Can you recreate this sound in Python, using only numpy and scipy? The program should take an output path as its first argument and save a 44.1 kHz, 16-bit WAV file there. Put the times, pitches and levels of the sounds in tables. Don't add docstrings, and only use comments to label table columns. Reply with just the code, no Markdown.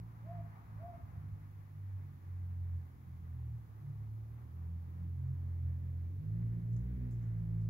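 import sys
import numpy as np
from scipy import signal
from scipy.fft import rfft, irfft, next_fast_len
from scipy.io import wavfile

SR = 44100
rng = np.random.default_rng(int(sys.argv[2]) if len(sys.argv) > 2 else 0)


def master_out(mix):
    frames = np.transpose(np.atleast_2d(mix))
    ceiling = np.clip(frames, -1, 1)
    pcm = np.round(ceiling * 32767).astype(np.int16)
    wavfile.write(sys.argv[1], SR, pcm)


N = 339129

# (time [s], level [dB])
ROAR_RIDE = [(0, -74), (1.6, -75), (4.65, -71), (6.0, -69), (6.5, -66), (7.69, -66)]
# (frequency [Hz], correlation [0-1])
ROAD_LIKENESS = [(30, 0.6), (60, .95), (110, 0.5), (170, .86), (270, 1), (450, .5), (800, 0.6), (1300, 0.3),
                 (2200, .15), (5000, 0.3)]


def cuckoo(ramp_s=0.0045):
    # (age [s], pitch [Hz], level [dB])
    arch = [(0, 547, -31), (.03, 649, -13.7), (.055, 680, -9.5), (.08, 688.4, 0), (.105, 696.4, -2.4),
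            (.13, 686.5, -9.8), (.155, 640, -20), (.18, 600, -34)]
    # (start [s], level [dB], pitch [factor], length [factor])
    hoots = [(.2357, -47.1, 1, 1), (.7802, -46, 1.002, 1.008)]
    t, out = np.arange(N) / SR, np.zeros(N)
    ages, arch_hz, arch_db = np.transpose(arch)
    for start, level_db, pitch, length in hoots:
        age = (t - start) / length
        hz = pitch * np.interp(age, ages, arch_hz)
        gate = np.clip(np.minimum(age, ages[-1] - age) / ramp_s, 0, 1)
        envelope = gate * from_db(level_db + np.interp(age, ages, arch_db))
        out += envelope * np.sin(2 * np.pi * np.cumsum(hz) / SR)
    return np.sqrt(2) * out


def forest(x, build_s=0.017, t60_s=0.75, tail_db=-8.5):
    # (delay [s], left [dB], right [dB])
    echoes = [(.0239, -1.6, -1.2), (.0793, -10.5, -12), (.1232, -23, -26)]
    t = np.arange(SR) / SR
    scatter = rng.standard_normal((2, SR)) * from_db(-60 * t / t60_s)
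    scatter = rms_one(scatter * (1 - np.exp(-t / build_s))) / np.sqrt(SR)
    out = x + from_db(tail_db) * signal.fftconvolve(x[None], scatter, axes=1)[:, :N]
    for delay, left_db, right_db in echoes:
        out += delayed(x, delay) * from_db([[left_db], [right_db]])
    return out


def engine_drone(gain_db=1.12, waver_db=2.35, waver_hz=5.0, flutter=0.11, overtone_flutter=0.64):
    # (time [s], firing rate [Hz])
    revs = [(0.0, 56.15), (0.26, 56.4), (0.38, 53.38), (1.01, 52.45), (1.09, 48), (1.33, 50.66),
            (1.86, 48.7), (2.16, 46.29), (3.38, 41.13), (3.75, 35.5), (4.0, 35.5), (4.26, 36.76),
            (4.58, 41.56), (5.33, 44.4), (5.65, 42.65), (6.08, 43.24), (6.25, 51.53), (6.38, 56.68),
            (6.72, 57.65), (6.96, 62.12), (7.32, 55.78), (7.69, 54.88)]
    # (time [s], level [dB])
    drone_ride = [(0.0, -46), (0.13, -54.5), (0.38, -44.5), (0.64, -59), (0.77, -45.5), (0.92, -57.5),
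                  (1.28, -49), (1.67, -54), (1.95, -42), (2.21, -55.5), (2.29, -43.5), (2.76, -38.5),
                  (2.97, -60.5), (3.08, -49), (3.55, -42.5), (3.66, -56.5), (4.03, -43.5), (4.52, -49.5),
                  (4.67, -40), (4.9, -47), (5.08, -41.5), (5.91, -40.5), (6.25, -41), (6.3, -37.5),
                  (7.0, -40), (7.69, -37)]
    orders_db = [1, 0, 4, -2.5]
    # (frequency [Hz], gain [dB])
    exhaust_eq = [(36, -23), (49, -15), (56, -8), (62, -7), (72, -5), (88, 8), (112, 5), (130, -7),
                  (145, -5), (168, -8.3), (200, -25), (242, -20)]
    # (time [s], order, change [dB], half length [s])
    swells = [(.3, 3, 2.5, 0.31), (1.93, 3, -13.5, 0.095), (2.447, 3, -9, 0.22), (2.48, 4, 7, 0.14),
              (3.218, 3, -8, 0.069), (3.886, 4, 17.5, 0.12), (4.247, 4, -14, 0.19), (4.695, 3, -12, 0.13),
              (4.977, 4, 9, 0.23), (5.25, 3, 12.5, .12), (5.55, 4, -10, 0.21), (5.661, 2, 5.5, 0.064),
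              (6.232, 2, -13, 0.023), (6.622, 2, -6, 0.032), (6.737, 2, 5, 0.052), (6.84, 2, -9, 0.015),
              (6.96, 2, -9, 0.018), (7.076, 4, 11.5, 0.068)]
    # (order, offset from ROAR_RIDE [dB])
    overtones = [(5, -6.5), (6, -11.5), (7, -13.5)]
    t, out = np.arange(N) / SR, np.zeros(N)
    firing_hz, drone_db, roar_db = in_time(revs), in_time(drone_ride), in_time(ROAR_RIDE)
    phase = 2 * np.pi * np.cumsum(firing_hz) / SR
    shares = from_db([source_db + at_hz(exhaust_eq, order * firing_hz) + waver_db * drift(waver_hz)
                      for order, source_db in enumerate(orders_db, 1)])
    shares /= np.linalg.norm(shares, axis=0)
    for order, share in enumerate(shares, 1):
        swell_db = sum(change_db * np.exp(-((t - centre) / half) ** 2)
                       for centre, which, change_db, half in swells if round(which) == order)
        envelope = from_db(drone_db + swell_db) * share * (1 + flutter * drift(rate_hz=11.0))
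        out += envelope * np.sin(order * phase + rng.uniform(0, 2 * np.pi))
    for order, level_db in overtones:
        envelope = from_db(roar_db + level_db) * (1 + overtone_flutter * drift(rate_hz=4.4))
        out += envelope * np.sin(round(order) * phase)
    return from_db(gain_db) * np.sqrt(2) * out


def exhaust_pops(pipe_hz=92, swell_s=0.0088):
    # (start [s], peak [dB])
    pops = [(1.03, -43), (1.17, -39.5), (1.263, -49), (1.322, -38.5)]
    t, out = np.arange(N) / SR, np.zeros(N)
    for start, level_db in pops:
        age = np.clip(t - start, 0, .2)
        envelope = from_db(level_db) * age / swell_s * np.exp(1 - age / swell_s)
        out += envelope * np.sin(2 * np.pi * pipe_hz * age)
    return out


def engine_burble():
    # (time [s], level [dB])
    burble_ride = [(0, -58.5), (.65, -57.5), (.85, -53.5), (1.3, -52.5), (1.45, -60), (3.3, -58.5),
                   (6.0, -59.5), (6.4, -50), (7.69, -57.5)]
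    # (frequency [Hz], level [dB])
    burble_eq = [(25, -25.5), (45, -17), (70, -3), (95, -6.5), (130, -6), (180, -11.5), (250, -25),
                 (400, -45)]
    return from_db(in_time(burble_ride)) * noise(burble_eq, ROAD_LIKENESS)


def engine_roar(gain_db=3.5):
    # (frequency [Hz], level [dB])
    roar_eq = [(120, -10), (220, 1.5), (300, 0.5), (380, -6), (470, -8), (600, -13.5), (800, -18.5),
               (1500, -29)]
    return from_db(in_time(ROAR_RIDE) + gain_db) * noise(roar_eq, ROAD_LIKENESS)


def far_tyres(gain_db=3.0, swell_db=1.17):
    # (time [s], level [dB])
    wash_ride = [(0, -72.5), (.4, -69.5), (.9, -68.5), (1.6, -75.5), (2.9, -76.5), (3.45, -76),
                 (4.65, -75.5), (6.0, -80.5), (7.05, -79), (7.69, -76.5)]
    sizzle_ride = [(0, -81), (.4, -77), (1.2, -78), (1.6, -80.5), (4.1, -83), (6.0, -83), (7.05, -79),
                   (7.69, -82)]
    # (frequency [Hz], level [dB])
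    wash_eq = [(350, -12), (600, -7), (800, 1), (950, 0), (1170, 0.5), (1370, -6.5), (1700, -16),
               (2400, -33)]
    sizzle_eq = [(1100, -13.5), (1400, -2), (1650, 1), (1950, -0.5), (2350, -5), (2900, -18), (4500, -24),
                 (7000, -30.5)]
    carry_db = gain_db + swell_db * drift(rate_hz=6.7)
    wash = from_db(in_time(wash_ride) + carry_db) * noise(wash_eq, ROAD_LIKENESS)
    sizzle = from_db(in_time(sizzle_ride) + carry_db) * noise(sizzle_eq, ROAD_LIKENESS)
    return wash + sizzle


def from_the_road(x, lag_s=0.00038):
    # (frequency [Hz], left minus right [dB])
    balance = [(60, -1.15), (300, -1.3), (580, -1.5), (780, 2.5), (1000, -0.4), (1250, 2), (1650, -0.1),
               (2050, 5), (2900, -2.1), (7000, -2)]
    size = next_fast_len(N + SR)
    balance_db = at_hz(balance, np.arange(size // 2 + 1) * SR / size)
    left, right = irfft(rfft(x, size) * from_db(balance_db * [[.5], [-.5]]), size)[:, :N]
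    return np.array([delayed(left, lag_s), right])


def leaf_ticks(pan_db=2.0):
    # (start [s], level [dB], centre [Hz], width [Hz], decay [s])
    ticks = [(2.755, -86, 6870, 1603, 0.021), (3.58, -88, 6758, 1604, .02), (6.728, -78, 6600, 2000, 0.024),
             (6.765, -66, 6490, 1688, 0.0024), (6.77, -79.5, 6400, 1698, .035),
             (7.110, -65.5, 8550, 9100, 0.0012), (7.113, -77.5, 6580, 2197, 0.04),
             (7.222, -82, 6600, 1700, .04), (7.612, -81, 5490, 5000, 0.023)]
    t, out = np.arange(N) / SR, np.zeros((2, N))
    for start, level_db, hz, width_hz, decay in ticks:
        radius = np.exp(-np.pi * width_hz / SR)
        b, a = [1, 0, -0.92], [1, -2 * radius * np.cos(2 * np.pi * hz / SR), radius ** 2]
        rustle = signal.lfilter(b, a, signal.lfilter(b, a, rng.standard_normal((2, N))))
        envelope = (t >= start) * np.exp(-np.minimum(abs(t - start) / decay, 20))
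        out += from_db(level_db) * rms_one(rustle) * envelope
    return out * from_db([[pan_db], [-pan_db]])


def microphone_hiss(level_db=-78):
    # (frequency [Hz], level [dB])
    hiss_eq = [(2000, 0.5), (3500, -2.5), (5500, -5.5), (7000, -5), (7700, -12), (8600, -13), (10000, -5.5),
               (11500, -1), (15800, -1)]
    return from_db(level_db) * noise(hiss_eq, likeness=[(1, 0)])


def from_db(db):
    return 10 ** (np.asarray(db) / 20)


def rms_one(x):
    return x / np.sqrt(np.mean(x ** 2) + 1e-20)


def in_time(curve):
    return np.interp(np.arange(N) / SR, *np.transpose(curve))


def at_hz(points, hz):
    points = np.array(points)
    return np.interp(np.log(hz + 1e-6), np.log(points[:, 0]), points[:, 1])


def drift(rate_hz, hop=40):
    size = next_fast_len(N // hop + 2)
    hz = np.arange(size // 2 + 1) * SR / hop / size
    slow = irfft(rfft(rng.standard_normal(size)) / (1 + (hz / rate_hz) ** 2), size)
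    return np.interp(np.arange(N) / hop, np.arange(size), rms_one(slow))


def delayed(x, seconds):
    return np.interp(np.arange(N) - seconds * SR, np.arange(N), x, left=0)


def noise(colour, likeness):
    size = next_fast_len(N)
    hz = np.arange(size // 2 + 1) * SR / size
    mid, side = rfft(rng.standard_normal((2, size)))
    alike = np.clip(at_hz(likeness, hz), 0, 1)
    skirts = np.minimum(hz / colour[0][0], 1) ** 2 / np.maximum(hz / colour[-1][0], 1) ** 2
    pair = np.sqrt(1 + alike) * mid + np.sqrt(1 - alike) * side * [[1], [-1]]
    return rms_one(irfft(pair * skirts * from_db(at_hz(colour, hz)), size)[:, :N])


def scene():
    hiss = microphone_hiss()
    bird = forest(cuckoo())
    traffic = engine_drone() + exhaust_pops() + engine_burble() + engine_roar() + far_tyres()
    return bird + from_the_road(traffic) + leaf_ticks() + hiss


def record(dry, cutoff_hz=15750):
    return signal.sosfilt(signal.ellip(12, .1, 80, cutoff_hz, fs=SR, output="sos"), dry)


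dry = scene()
out = record(dry)
master_out(out)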